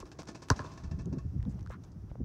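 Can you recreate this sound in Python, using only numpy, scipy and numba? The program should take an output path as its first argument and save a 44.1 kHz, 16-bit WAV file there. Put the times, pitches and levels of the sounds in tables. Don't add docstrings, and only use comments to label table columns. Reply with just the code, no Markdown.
import sys
import numpy as np
from scipy import signal
from scipy.fft import rfft, irfft
from scipy.io import wavfile
from scipy.ndimage import uniform_filter1d
from numba import njit

SR = 44100
rng = np.random.default_rng(int(sys.argv[2]) if len(sys.argv) > 2 else 0)


def boost(x):
    u = np.asarray(x, float) / 20
    return 10 ** u


def digitize_waveform(pressure):
    field = np.atleast_2d(pressure).T
    bounded = np.clip(field, -1, 1)
    quanta = np.round(bounded * 32767).astype(np.int16)
    wavfile.write(sys.argv[1], SR, quanta)


N = 99048
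T = np.arange(N) / SR
BOUNCE_S = 0.5012

# frequency in Hz, density in dB per Hz.
STREET_SPECTRUM = [(24, -33), (40, -18), (365, 2.5), (523, -18), (813, -15.5), (1330, -18.5), (2000, -28.5),
                   (2600, -64.5), (4400, -120)]
# frequency in Hz, density in dB per Hz.
AIR_SPECTRUM = [(300, -1), (600, -8.5), (1200, -15.5), (2300, -25), (4200, -28.5), (5800, -22),
                (7500, -33.5), (15500, -38)]
# time in seconds, level in dB.
GUST_LEVELS = [
    (0, -73),
    (.08, -58),
    (.8, -51),
    (.84, -52.5),
    (1.2, -43.5),
    (1.5, -44.5),
    (1.75, -47),
    (1.83, -46.5),
    (2.18, -48.5),
    (2.25, -51),
]
# peak in seconds, level in dB, corner in Hz, half length in seconds.
WIND_BUFFETS = [(.025, -48.5, 71, 0.032), (0.85, -36.5, 108.7, 0.014), (0.879, -36, 84, 0.0077),
                (0.919, -35.5, 168, 0.0082), (0.941, -30.5, 99.5, 0.016), (1.004, -40, 162, 0.03),
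                (1.072, -35, 175, 0.016), (1.101, -36.5, 129, 0.0061), (1.131, -33.5, 246, 0.017),
                (1.176, -35, 173, .012), (1.258, -34.5, 113, 0.0075), (1.291, -40, 79.6, 0.034),
                (1.366, -33, 166, 0.016), (1.397, -28.5, 129, 0.0068), (1.426, -32.5, 110, 0.009),
                (1.482, -34, 163, 0.023), (1.548, -39.5, 129, 0.02), (1.62, -39, 120, 0.0071),
                (1.695, -41.5, 89, 0.019), (1.97, -50, 103, 0.021), (2.042, -44.5, 127, 0.0066),
                (2.118, -34.5, 103, 0.0053), (2.209, -38.5, 214, 0.011), (2.238, -36.5, 99, 0.034)]
SCUFF_STARTS = [1.7, 1.697, 1.7, 1.492, 2.093, 1.83, .484, 1.4, 1.835, 1.5, 1.705, 1.701, 1.701, 1.865,
                1.917, 1.585]
# length in seconds, level in dB, centre in Hz, width in Hz.
SCUFF_SOUNDS = [(0.061, -50, 1350, 640), (0.032, -64.5, 5200, 1550), (0.041, -60.5, 2200, 2900),
                (0.033, -66.5, 6100, 3000), (0.019, -65.5, 1500, 2100), (0.073, -61.5, 640, 700),
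                (0.021, -52, 2000, 5800), (0.232, -63, 470, 680), (0.014, -64, 6300, 1400),
                (0.034, -71, 860, 2000), (0.024, -72, 13000, 8000), (0.051, -65, 2040, 420),
                (.008, -50.5, 1070, 680), (0.0055, -70.5, 2600, 2400), (0.011, -71, 5600, 2200),
                (.035, -72, 1360, 1700)]
TICK_STARTS = [.027, .03, .191, .232, .593, .597, .645, .646, .664, 1.057, 1.404, 1.428, 1.453, 1.545, 1.59,
               1.629, 1.663, 1.6735, 1.702, 1.7025, 2.115, 2.155, 2.243]
# peak in dB, pitch in Hz, t60 in seconds.
TICK_RINGS = [(-42, 1086, 0.024), (-43.5, 361, 0.068), (-38, 312, 0.029), (-39, 1050, .0072),
              (-40.5, 1660, 0.034), (-42.5, 563, .04), (-43.5, 362, 0.027), (-47, 1030, .03),
              (-54.5, 3600, 0.014), (-51, 6530, .006), (-50, 1900, 0.0043), (-49, 1800, 0.0056),
              (-39, 970, 0.0046), (-62.5, 5800, .006), (-38, 930, 0.0033), (-54, 5900, 0.0027),
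              (-38.5, 1300, 0.0061), (-46, 1520, 0.0099), (-40, 494, 0.024), (-47, 1160, 0.0071),
              (-44.5, 500, 0.018), (-40.5, 425, 0.017), (-41.5, 1430, 0.0055)]
# start in seconds, peak in dB, low edge in Hz, high edge in Hz.
DRY_SNAPS = [(.0025, -37.5, 4500, 15500), (.0055, -56, 4500, 15500), (.0925, -60, 3500, 10900),
             (0.205, -46, 4000, 15000), (.2205, -52, 4000, 15500), (0.2326, -47, 3000, 14800),
             (0.255, -45, 3500, 8950), (.319, -54, 5000, 11000), (.437, -46, 8000, 15000),
             (0.5642, -41, 2500, 8000), (.582, -48, 5000, 15000), (.604, -48, 4000, 10000),
             (.615, -49, 4500, 15500), (.643, -59, 2500, 7000), (.6915, -54, 4000, 10000),
             (.7385, -49, 4000, 14100), (1.02, -51, 4500, 9000), (1.058, -47.5, 3000, 8600),
             (1.428, -47.5, 1500, 8800), (1.452, -48, 1200, 4000), (1.594, -50, 1200, 7000),
             (1.609, -50.5, 1500, 7000), (1.662, -49.5, 2000, 7900), (1.6732, -50, 2200, 7900),
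             (1.6965, -50, 2800, 9100), (1.7, -56, 4000, 12000), (1.838, -50.5, 2200, 8000),
             (1.85, -55, 2500, 5970), (2.2435, -61, 1000, 6000)]
# start in seconds, peak in dB, decay in seconds.
RIM_SWINGS = [(0.0024, -36, 0.01), (0.0552, -45.5, 0.014), (0.1165, -35, 0.0069), (0.189, -33, 0.013),
              (0.271, -40, 0.015), (0.2864, -33, 0.0093), (0.348, -34, 0.0096), (0.4213, -34, 0.01),
              (0.559, -38, 0.023), (0.641, -46.5, 0.033), (0.715, -49.5, 0.03), (0.7762, -34.5, 0.0063),
              (0.836, -40, 0.011), (0.9125, -37, 0.0069), (0.9897, -42.5, 0.013), (1.1267, -38.5, 0.0085),
              (1.1833, -41, 0.008)]
# frequency in Hz, density in dB per Hz.
RATTLE_SPECTRUM = [(88, -9.5), (150, 7.5), (388, -3.5), (1130, -6), (1760, -12.5), (3400, -16.5),
                   (5900, -11.5), (8000, -22), (15500, -51.5)]
# frequency in Hz, level in dB, t60 in seconds.
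HOOP_MODES = [(341, -6.5, 0.057), (669, -11.5, 0.15), (1103, -7.5, 0.077), (1764, -9, 0.046),
              (2688, -10, 0.027), (5810, -22, .04)]
# frequency in Hz, level in dB, delay after contact in seconds, rise in seconds.
BALL_MODES = [(63.7, -20, 0.014, 0.0035), (103, -14.5, 0.0081, 0.002), (263.4, -24.5, 0.00018, 0.0041),
              (437, -26, 0.0025, 0.0021), (622, -25, 0.0015, 0.0015), (988, -21.5, 0.00051, 0.0016),
              (1057, -29, 0.00721, 0.0033), (1336, -16.5, 0.00067, 0.00045),
              (1655, -24.5, 0.00092, 0.00087), (2444, -31, .0007, 0.00032), (4070, -27.5, .0004, 0.00025),
              (4780, -25, 0.0003, 0.00061), (5930, -16, 0.00032, 0.00022), (8280, -27, 0.000087, 0.0001)]
# delay in seconds, level in dB, top in Hz.
WALL_ECHOES = [
    (0.0904, -15, 3500),
    (.146, -23.5, 1190),
]
# frequency in Hz, density in dB per Hz.
TAIL_SPECTRUM = [(88, -8.5), (150, -1), (515, -19.5), (636, -8.5), (742, -16), (1090, -10.5), (2230, -27),
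                 (6060, -27), (15000, -62)]


def unit(x):
    return x / np.sqrt(np.mean(x ** 2))


def noise():
    return rng.standard_normal(N)


def colour(x, shape):
    hz, db = np.array(shape).T
    f = np.maximum(np.arange(N // 2 + 1) * SR / N, 1)
    gain = boost(np.interp(np.log(f), np.log(hz), db, left=-90))
    return unit(irfft(rfft(x) * gain, N))


def ring(x, hz, t60):
    pole = np.exp(2j * np.pi * hz / SR - np.log(1000) / (t60 * SR))
    return signal.lfilter([1], [1, -pole], x.astype(complex)).imag


def band(x, lo_hz, hi_hz):
    edges = [max(lo_hz, 20), min(hi_hz, 0.45 * SR)]
    return signal.sosfilt(signal.butter(2, edges, "bandpass", fs=SR, output="sos"), x)


def swell(start, rise, fall):
    t = np.maximum(T - start, 0)
    return (1 - np.exp(-t / rise)) * np.exp(-t / fall)


def grains(per_s, spread_db):
    hit = rng.random(N) < per_s / SR
    sign = np.sign(noise())
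    size = rng.exponential(size=N)
    return unit(hit * sign * boost(spread_db * size))


def walk(rate):
    k = int(SR / rate)
    steps = np.repeat(rng.standard_normal(N // k + 1), k)[:N]
    return unit(uniform_filter1d(uniform_filter1d(steps, k), k))


@njit
def sweep(x, hz, damp):
    y, b, l = np.empty(len(x)), 0., 0.
    for i in range(len(x)):
        g = np.tan(np.pi * hz[i] / SR)
        v = (b + g * (x[i] - l)) / (1 + g * (g + damp))
        y[i] = l + g * v
        b, l = 2 * v - b, 2 * y[i] - l
    return y


def later(x, s):
    return np.interp(T - s, T, x, left=0)


def street():
    turn_db = -6 * np.clip((T - 1.16) / 0.059, 0, 1)
    return boost(-58 + turn_db + 0.99 * walk(20)) * colour(noise(), STREET_SPECTRUM)


def air():
    return boost(-68 + 1.4 * walk(22.0)) * colour(noise(), AIR_SPECTRUM)


def wind():
    bed = boost(np.interp(T, *np.array(GUST_LEVELS).T) + 2.0 * walk(24.97))
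    bumps = [boost(db) * np.exp(-((T - s) / half) ** 2) for s, db, _, half in WIND_BUFFETS]
    level = bed + sum(bumps)
    corner = bed * 120 + sum(bump * row[2] for bump, row in zip(bumps, WIND_BUFFETS))
    hz = corner / level * np.exp(0.19 * walk(30.055))
    eddies = sweep(sweep(noise(), hz, 1.0), 1.71 * hz, 1.57)
    eddies = signal.sosfilt(signal.butter(4, 47.4, "highpass", fs=SR, output="sos"), eddies)
    power = uniform_filter1d(uniform_filter1d(eddies ** 2, size=600), size=600)
    return unit(eddies / np.sqrt(power + 1e-12)) * level


def scuffs():
    grit = grains(1600, 4.3) + 0.5 * noise()
    out = 0
    for s, (length, db, hz, width) in zip(SCUFF_STARTS, SCUFF_SOUNDS):
        press = np.clip((T - s) / 0.0026, 0, 1)
        lift = np.clip((s + length - T) / 0.021 + 0.5, 0, 1)
        out = out + boost(db) * press * lift * unit(band(grit, hz - width / 2, hz + width / 2))
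    return out * boost(2 * walk(120))


def ticks():
    sag_cycles, sag_s, rise_cycles = 0.71, 0.00077, 0.92
    out = 0
    for s, (db, hz, t60) in zip(TICK_STARTS, TICK_RINGS):
        t = np.maximum(T - s, 0)
        sag = sag_cycles * (hz < 800) * (1 - np.exp(-t / sag_s))
        ringing = np.sin(2 * np.pi * (hz * t + sag))
        out = out + 2 * boost(db) * swell(s, rise_cycles / max(hz, 1000), t60 / np.log(1000)) * ringing
    return out


def snaps():
    snap_s = 0.00052
    hiss = np.sign(noise())
    out = 0
    for s, db, lo_hz, hi_hz in DRY_SNAPS:
        impulse = 1.02 * (np.abs(T - s) < 0.5 / SR)
        burst = 0.4 * swell(s, snap_s / 2, snap_s) * hiss
        out = out + 3 * boost(db) * band(impulse + burst, lo_hz, hi_hz)
    return band(out, 1500, 8300) + boost(-11) * out


def hoop():
    rise_s, dulls_db_per_s = 0.0051, -4
    shake = 0
    for s, db, decay in RIM_SWINGS:
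        onset = np.clip((T - s + 0.0035) / rise_s, 0, 1)
        blow = swell(s - 0.003, rise_s, decay) * onset
        shake = shake + boost(db) * (blow + 0.046 * swell(s, 0.031, 0.084))
    knocks = grains(4000, 2.4) + 0.6 * noise()
    spray = colour(knocks, RATTLE_SPECTRUM)
    spray = spray - (1 - boost(dulls_db_per_s * T)) * band(spray, 6500, 13200)
    modes = sum(boost(db) * ring(shake * knocks, hz, t60) for hz, db, t60 in HOOP_MODES)
    return boost(-4) * (shake * spray + 0.026 * boost(8.9 * T) * modes)


def court_tail():
    level = swell(BOUNCE_S + 0.021, 0.043, 0.94 / np.log(1000)) * boost(2.5 * walk(70.3))
    hum_level = boost(-45) * swell(BOUNCE_S + 0.078, 0.039, 0.51 / np.log(1000))
    hum = hum_level * unit(ring(noise(), 1082, 0.028))
    return hum + boost(-44.5) * level * colour(noise(), TAIL_SPECTRUM)


def wall_echoes(bang, soft):
    ledges = (grains(640, 3.1) * swell(0, 0.00042, 0.031))[:N // 20] / 10
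    rough = bang + 0.054 * signal.fftconvolve(soft, ledges)[:N]
    return sum(boost(db) * band(later(rough, s), 68, top_hz) for s, db, top_hz in WALL_ECHOES)


def ground_scatter():
    wash = band(band(noise(), 3600, 7300), 3600, 7300)
    return boost(-23) * swell(BOUNCE_S + 0.0064, 0.0097, 0.0071) * wash


def thud():
    rumble = unit(band(band(noise(), 400, 1700), 400, 1700))
    return boost(-30) * swell(BOUNCE_S + 0.0022, 0.00045, 0.014) * rumble


def slap():
    slap_db = -24.5
    main = boost(slap_db) * swell(BOUNCE_S, 0.0004, 0.0023) * band(noise(), 2500, 8200)
    edge = swell(BOUNCE_S - 0.0002, 0.00027, 0.0004) * band(noise(), 9000, 15500)
    return main + boost(slap_db - 7) * edge


def ball_body():
    body = 0
    for hz, db, delay, rise in BALL_MODES:
        t = np.maximum(T - BOUNCE_S - delay, 0)
        pulse = (t / rise * np.exp(1 - t / rise / 2) / 2) ** 2
        body = body + boost(db) * pulse * np.sin(2 * np.pi * hz * t)
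    return body


def bounce():
    sharp = slap()
    soft = ball_body() + thud()
    bang = soft + sharp
    return bang + ground_scatter() + wall_echoes(bang, soft) + court_tail()


def scene():
    near = bounce() + hoop()
    handling = ticks() + snaps() + scuffs()
    background = wind() + street() + air()
    return (near + handling + background)[None]


def low_pass(x):
    return signal.sosfilt(signal.butter(12, 16410, fs=SR, output="sos"), x)


def record(dry):
    mix = signal.sosfilt(signal.butter(2, 32, "highpass", fs=SR, output="sos"), dry)
    mix = signal.sosfilt(signal.ellip(10, 0.3, 70, 15800, fs=SR, output="sos"), mix)
    return low_pass(mix)


dry = scene()
out = record(dry)
digitize_waveform(out)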